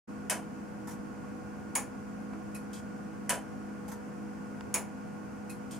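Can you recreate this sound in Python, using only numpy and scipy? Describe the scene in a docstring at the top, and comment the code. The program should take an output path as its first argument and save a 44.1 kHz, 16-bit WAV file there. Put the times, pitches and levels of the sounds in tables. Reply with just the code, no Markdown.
"""A tower clock movement beating slowly in a small hard-walled room, heard on a stereo microphone pair.
At each swing of the pendulum the escape wheel drops onto a locking block: tick on one side, tock on the
other, near enough for a bright direct snap to lead the ring of steel and room. Between beats the arms of
the escapement meet the pendulum rod and slide softly. Two dull knocks and a faint squeak come through;
behind it all a fan hums and blows."""
import sys
import numpy as np
from scipy import signal
from scipy.fft import rfft, irfft
from scipy.io import wavfile
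from scipy.ndimage import uniform_filter1d

SR = 44100
rng = np.random.default_rng(int(sys.argv[2]) if len(sys.argv) > 2 else 0)


def file_out(sig):
    """Save sig as 16-bit WAV at sys.argv[1]."""
    # one column per channel
    cols = np.atleast_2d(sig).T
    # limit, then scale
    lim = np.clip(cols, -1, 1)
    pcm = np.round(lim * 32767).astype(np.int16)
    wavfile.write(sys.argv[1], SR, pcm)


N = 255339

TICK, TOCK = 0, 1  # the two sides of the swing
# the wheel lands on each block in turn: start_s, side, level_db, rebound_db, tilt_db_per_octave
BEAT_TIMES = [(.2977, TICK, -27.7, -5, .5), (1.7527, TOCK, -27, -1, 0), (3.2935, TICK, -26.2, -3, .2),
              (4.741, TOCK, -27, -2, 0)]
# spectrum of a blow on each block: frequency_hz, level_db
TICK_SPECTRUM = [(250, -30), (400, -8), (650, 0.5), (1200, -8), (1550, -2.5), (2100, -9), (3100, -12),
                 (3700, -20), (5500, -14), (8600, -10.5), (10500, -7.5), (11100, -16.5), (13000, -20),
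                 (16000, -37)]
TOCK_SPECTRUM = [(250, -21), (400, -8), (1000, -3), (1300, -11), (2300, -7.5), (3050, -15.5), (3600, -22),
                 (6100, -12.5), (6750, -5.5), (7600, -11.5), (10250, -5.5), (11000, -14.5), (13600, -22),
                 (16000, -21)]
# ring of each block and its arm: pitch_hz, level_db, t60_s
TICK_RING = [(576, -14, .35), (899, -9, .35), (980, 2, .24), (1626, -11, .3), (2540, -6, .22),
             (3047, -6, .28), (5600, -8, .18), (6412, -5, .24), (7340, -5, .22), (8376, -3, .19),
             (9184, -3, .2), (9560, -6, .19), (10240, -1, .19), (11920, -12, .2), (13060, -11, .17),
             (14480, -15, .16), (14940, -16, .16)]
TOCK_RING = [(829, -9, .35), (985, -4, .28), (1728, -11, .28), (2200, -5, .2), (2450, -7, .2),
             (5787, -11, .17), (6670, 1, .18), (6790, -1, .17), (6930, -4, .16), (7337, -8, .2),
             (8344, -7, .17), (9184, -5, .17), (9884, -2, .16), (10090, -3, .16), (10335, 4, .18),
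             (11580, -12, .15), (12950, -11, .18), (14780, -11, .13), (15600, -12, .13)]
# likeness of the direct snap at the two microphones: frequency_hz, correlation
SNAP_LIKENESS = [(1000, 0.8), (7000, 0.93), (14000, -0.46)]

def beats(rows, spectrum, modes, snap_db, snap_decay_s, rebound_s, room_db, build_s):
    """The escape wheel lands on a block and rebounds once; arm, frame and room ring on."""
    out, t = np.zeros((2, N)), np.arange(SR // 2) / SR
    attack = 1 - np.exp(-t / 0.0003)
    small_block = signal.butter(2, 1000, "high", fs=SR)  # a small block radiates little bass
    for start_s, level_db, rebound_db, tilt_db in rows:
        for delay_s, blow_db in (0, 0), (rebound_s, rebound_db):
            # the direct sound is brighter than the room
            burst = noise(spectrum, SNAP_LIKENESS, len(t), tilt_db + 2, ripple_db=2.9)
            snap = signal.lfilter(*small_block, burst * attack * np.exp(-t / snap_decay_s))
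            add(out, start_s + delay_s, gain_of(level_db + blow_db + snap_db) * snap)
        room = gain_of(room_db) * room_tail(spectrum, build_s, tilt_db)
        steel = gain_of(-8.4) * steel_ring(modes)
        add(out, start_s, gain_of(level_db) * attack * (room + steel))
    return out


def steel_ring(modes, rise_cycles=6):
    """Dying modes of steel parts; each is a close cluster that beats, with its own phase at each mic."""
    t, out = np.arange(SR // 2) / SR, 0
    for hz, level_db, t60_s in modes:
        cluster = 0
        for offset, share in (-.003, .45), (0, .8), (.003, .45):
            phase = rng.random() + 0.082 * rng.standard_normal((2, 1))
            detune = offset * rng.uniform(0.6, 2.15)
            cluster = cluster + share * np.sin(2 * np.pi * (hz * (1 + detune) * t + phase))
        rise = 1 - np.exp(-t * hz / rise_cycles)
        out = out + gain_of(level_db - 60 * t / t60_s) * rise * cluster
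    return out


# decay of the clock room: frequency_hz, t60_s
ROOM_DECAY = [(300, 0.33), (700, 0.32), (1400, 0.25), (3000, 0.22), (6000, 0.21), (10000, 0.2),
              (16000, 0.2)]
# likeness of the room at the two microphones: frequency_hz, correlation
ROOM_LIKENESS = [(300, 0.86), (1000, 0.79), (2500, 0.9), (5000, 0.49), (9000, -0.13), (14000, -0.096)]

def room_tail(spectrum, build_s, tilt_db):
    """Dense ringing of frame and room after one blow: the bass builds up later and lasts longer."""
    wash = noise(spectrum, ROOM_LIKENESS, SR // 2, tilt_db, ripple_db=2.9)
    hz, t, bands = signal.stft(wash, SR, nperseg=256)
    rise_s = build_s * curve_at([(800, 1), (2500, 0.49), (6000, 0.022)], hz)[:, None]
    rise = 1 - np.exp(-(t + 0.00031) / rise_s)
    decay = gain_of(-60 * t / curve_at(ROOM_DECAY, hz)[:, None])
    return signal.istft(bands * rise * decay, SR, nperseg=256)[1][:, :SR // 2]


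# an arm meets the pendulum rod: start_s, level_db, length_s
TOUCH_TIMES = [(2.545, -42.5, 0.0064), (5.494, -44.5, 0.014)]
# an arm slides on the rod: start_s, side, level_db, length_s
SLIDE_TIMES = [(.871, TICK, -44, 0.027), (.906, TICK, -47.5, 0.026), (2.7305, TOCK, -49.5, 0.06),
               (3.879, TICK, -45, .018), (3.915, TICK, -42, 0.0078), (5.7085, TOCK, -48.5, .059)]
# friction of each kind of contact: frequency_hz, level_db
TOUCH_SPECTRUM = [(1180, -37), (2000, -5), (2200, -10), (2530, -1.5), (2710, -14), (3490, -25), (4150, -10),
                  (5210, -18), (6820, -9), (7770, -12), (11000, -4), (13100, -19), (16000, -31)]
TICK_SLIDE_SPECTRUM = [(400, -21), (850, 6), (1300, -10.5), (1850, -4.5), (2600, -16), (3600, -15.5),
                       (4500, -17), (5800, -9), (8600, -9.5), (11000, -12), (12700, -10), (16000, -28)]
TOCK_SLIDE_SPECTRUM = [(1290, -38), (2200, -7), (2630, -2.5), (2890, -18), (3260, 2), (3620, -7),
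                       (4790, -3.5), (6510, -3), (6880, 4.5), (7460, -6), (8760, 1.5), (10700, -10),
                       (11100, -18), (12700, -4), (15000, -28)]
# ring of the arm in each kind of contact: pitch_hz, level_db, t60_s
TOUCH_RING = [(2510, 0, .16), (2620, -3, .16), (5330, -9, .18), (8400, -6, .18), (10000, -5, .16),
              (11050, -5, .16)]
TICK_SLIDE_RING = [(890, 2, .3), (950, -1, .3), (1330, -5, .25), (1790, -6, .25), (5880, -9, .18),
                   (6420, -12, .18), (8550, -11, .18), (12400, -14, .16)]
TOCK_SLIDE_RING = [(3050, -4, .3), (5400, -6, .25), (6400, -3, .3), (7340, -4, .25), (8450, 0, .3),
                   (9650, -4, .3), (12650, -9, .2)]

def arms_on_rod():
    """The arms touch the rod and slide: two short rubs on the tick side, one longer on the tock side."""
    touch = rubs(TOUCH_TIMES, TOUCH_SPECTRUM, TOUCH_RING,
                 ring_db=-6.5, rise_s=0.0029, t60_s=0.19, sag_db=3.5)
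    tick_slide = rubs(on_side(SLIDE_TIMES, TICK), TICK_SLIDE_SPECTRUM, TICK_SLIDE_RING,
                      ring_db=-7, rise_s=0.0032, t60_s=0.16, sag_db=5)
    tock_slide = rubs(on_side(SLIDE_TIMES, TOCK), TOCK_SLIDE_SPECTRUM, TOCK_SLIDE_RING,
                      ring_db=-8.5, rise_s=0.00086, t60_s=0.15, sag_db=6)
    return touch + tick_slide + tock_slide


def rubs(rows, spectrum, modes, ring_db, rise_s, t60_s, sag_db):
    """Steel slides on steel: grainy friction that sags while the contact lasts, then dies in the room."""
    out, t = np.zeros((2, N)), np.arange(SR // 2) / SR
    attack = 1 - np.exp(-t / rise_s)
    for start_s, level_db, length_s in rows:
        stroke = gain_of(-sag_db * np.minimum(t / length_s, 1) - 60 * np.maximum(t - length_s, 0) / t60_s)
        catches = gain_of(0.79 * unit_rms(uniform_filter1d(rng.standard_normal(len(t)), size=40)))
        friction = stroke * catches * noise(spectrum, ROOM_LIKENESS, len(t), ripple_db=4.2)
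        steel = gain_of(ring_db) * steel_ring(modes)
        add(out, start_s, gain_of(level_db) * attack * (friction + steel))
    return out


# small dry knocks: start_s, level_db, t60_s, tilt_db_per_octave
KNOCK_TIMES = [(2.334, -44, .1, -8), (4.6085, -35, .015, -.5)]
# body of a knock: frequency_hz, level_db
KNOCK_SPECTRUM = [(200, -10), (600, -7), (1250, 2), (1800, -14), (2450, -7), (3500, -24), (4700, -14),
                  (7000, -24), (12000, -42)]

def knocks():
    """Dull little knocks that do not ring, their low end alike at both microphones."""
    out, t = np.zeros((2, N)), np.arange(SR // 4) / SR
    attack = 1 - np.exp(-t / 0.000079)
    for start_s, level_db, t60_s, tilt_db in KNOCK_TIMES:
        body = noise(KNOCK_SPECTRUM, [(500, 1.0), (8000, 0.32)], len(t), tilt_db)
        add(out, start_s, body * gain_of(level_db - 60 * t / t60_s) * attack)
    return out


# faint squeaks, centred between the microphones: start_s, length_s, level_db
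SQUEAK_TIMES = [(3.41, .28, -79), (4.11, .12, -82)]

def squeaks(pitch_hz=5611, waver_hz=5, octave_db=-3, fade_s=.03):
    """Probably a dry pivot: a thin tone and its octave swell, hold and fade."""
    out = np.zeros((2, N))
    for start_s, length_s, level_db in SQUEAK_TIMES:
        t = np.arange(0, length_s, 1 / SR)
        waver = unit_rms(uniform_filter1d(rng.standard_normal(N), size=1000))[:len(t)]
        phase = 2 * np.pi * np.cumsum(pitch_hz + waver_hz * waver) / SR
        tone = unit_rms(np.sin(phase) + gain_of(octave_db) * np.sin(2 * phase))
        swell = np.minimum(np.minimum(t, length_s - t) / fade_s, 1)
        add(out, start_s, gain_of(level_db) * (tone * swell)[None])
    return out


# rush of the fan behind the clock: frequency_hz, level_db
AIR_SPECTRUM = [(20, -30), (55, -9), (100, -1.5), (230, -1), (380, -8.5), (750, -10.5), (1250, -16),
                (1500, -16.5), (1900, -22.5), (2600, -26.5), (3800, -40.5), (4600, -34), (6500, -32.5),
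                (10000, -37.5), (12000, -43), (16000, -48)]
# likeness of that rush at the two microphones: frequency_hz, correlation
AIR_LIKENESS = [(30, 0.4), (70, -0.24), (130, -0.092), (220, 0.95), (500, -0.2), (1200, 0.023),
                (2500, 0.43), (5000, 0.14), (12000, -0.13)]
# resonances of the fan's housing: centre_hz, width_hz, level_db, left_minus_right_db
HOUSING_BANDS = [(247.5, 39, -59, 19), (319.1, 13.6, -57.5, -8), (742, 64, -61, -6), (1097.4, 50, -62, -20),
                 (1454, 150, -66, -6), (1564, 36, -67.5, 27.5)]

def fan_air():
    """Moving air rushes steadily and excites a few broad resonances of the housing."""
    hz = np.fft.rfftfreq(N, 1 / SR)
    out = gain_of(-45.5) * noise(AIR_SPECTRUM, AIR_LIKENESS, N)
    for centre_hz, width_hz, level_db, pan_db in HOUSING_BANDS:
        white = rfft(noise([(20, 0), (16000, 0)], AIR_LIKENESS, N))
        band = irfft(white / (1 + (2 * (hz - centre_hz) / width_hz) ** 4), N)
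        out += gain_of(level_db) * unit_rms(band * gain_of([[pan_db / 2], [-pan_db / 2]]))
    return out


# steady tones of the fan: pitch_hz, level_db
FAN_TONES = [(179, -60), (206.4, -45.5), (258.2, -52), (313.1, -56.5), (423.2, -64), (489.8, -55.5),
             (1431.3, -61)]

def fan_hum(waver=0.19):
    """Clean tones that waver only a little and meet the two microphones slightly out of phase."""
    t, out = np.arange(N) / SR, 0
    drift_hz = np.geomspace(.2, 3, 12)[:, None]
    for hz, level_db in FAN_TONES:
        wander = np.sin(2 * np.pi * (drift_hz * t[::256] + rng.random(drift_hz.shape))).sum(0)
        drift = waver * np.interp(t, t[::256], unit_rms(wander))
        phase = rng.random() + rng.choice([-1, 1]) * np.array([[.06], [-.06]])
        tone = np.sin(2 * np.pi * (hz * t + phase) + drift * hz / 200)  # higher tones drift further
        out = out + gain_of(level_db) * unit_rms((1 + drift / 2) * tone)
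    return out


def noise(spectrum, likeness, size, tilt_db=0, ripple_db=0):
    """Stereo noise of rms 1 with a given spectrum and left-right likeness; ripple mimics crowded modes."""
    hz = np.fft.rfftfreq(size, 1 / SR)
    correlation = np.clip(curve_at(likeness, hz), -1, 1)
    mid, side = rfft(rng.standard_normal((2, size))) * np.sqrt([1 + correlation, 1 - correlation])
    ripple = np.interp(hz, np.linspace(0, SR / 2, 240), rng.standard_normal(240)) * hz / (hz + 2000)
    shape = gain_of(curve_at(spectrum, hz) + tilt_db * np.log2(1 + hz / 1000) + ripple_db * ripple)
    return unit_rms(irfft(np.array([mid + side, mid - side]) * shape, size))


def gain_of(db):
    """Decibels to a factor."""
    return 10 ** (np.asarray(db) / 20)


def unit_rms(x):
    """Scales to rms 1."""
    return x / np.sqrt(np.mean(x ** 2) + 1e-20)


def curve_at(points, hz):
    """Reads a table on a log-frequency axis."""
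    points_hz, values = np.transpose(points)
    return np.interp(np.log(hz + 1), np.log(points_hz + 1), values)


def add(mix, start_s, sound):
    """Adds a sound to both channels from start_s on."""
    part = mix[:, round(start_s * SR):][:, :sound.shape[1]]
    part += sound[:, :part.shape[1]]


def on_side(rows, side):
    """The events of one side of the pendulum's swing."""
    return [(start_s, *rest) for start_s, which, *rest in rows if which == side]


def scene():
    """The clock room: beats in front, soft contacts between them, the fan behind."""
    tick = beats(on_side(BEAT_TIMES, TICK), TICK_SPECTRUM, TICK_RING,
                 snap_db=8.5, snap_decay_s=.0015, rebound_s=.0102, room_db=2.5, build_s=0.016)
    tock = beats(on_side(BEAT_TIMES, TOCK), TOCK_SPECTRUM, TOCK_RING,
                 snap_db=4, snap_decay_s=.0025, rebound_s=.003, room_db=0.5, build_s=0.0083)
    arms = arms_on_rod()
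    fan = fan_air() + fan_hum()
    return tick + tock + arms + knocks() + squeaks() + fan


# balance of the pair, the right hearing more top treble: frequency_hz, left_minus_right_db
MIC_BALANCE = [(125, 1), (500, -1), (4000, 0), (8500, 0.5), (11000, 0.5), (14000, -3)]
OPEN_S, FADE_IN_S, CUTOFF_HZ = 0.073, 0.019, 15900

def record(dry):
    """The microphones differ slightly in colour and open after a moment; the top is cut steeply."""
    balance_db = curve_at(MIC_BALANCE, np.fft.rfftfreq(N, 1 / SR))
    heard = irfft(rfft(dry) * gain_of([balance_db / 2, -balance_db / 2]), N)
    opened = heard * np.clip((np.arange(N) / SR - OPEN_S) / FADE_IN_S, 0, 1)
    lowpass = signal.firwin(511, CUTOFF_HZ, window=("kaiser", 9), fs=SR)
    return signal.oaconvolve(opened, lowpass[None], "same")


dry = scene()
out = record(dry)
file_out(out)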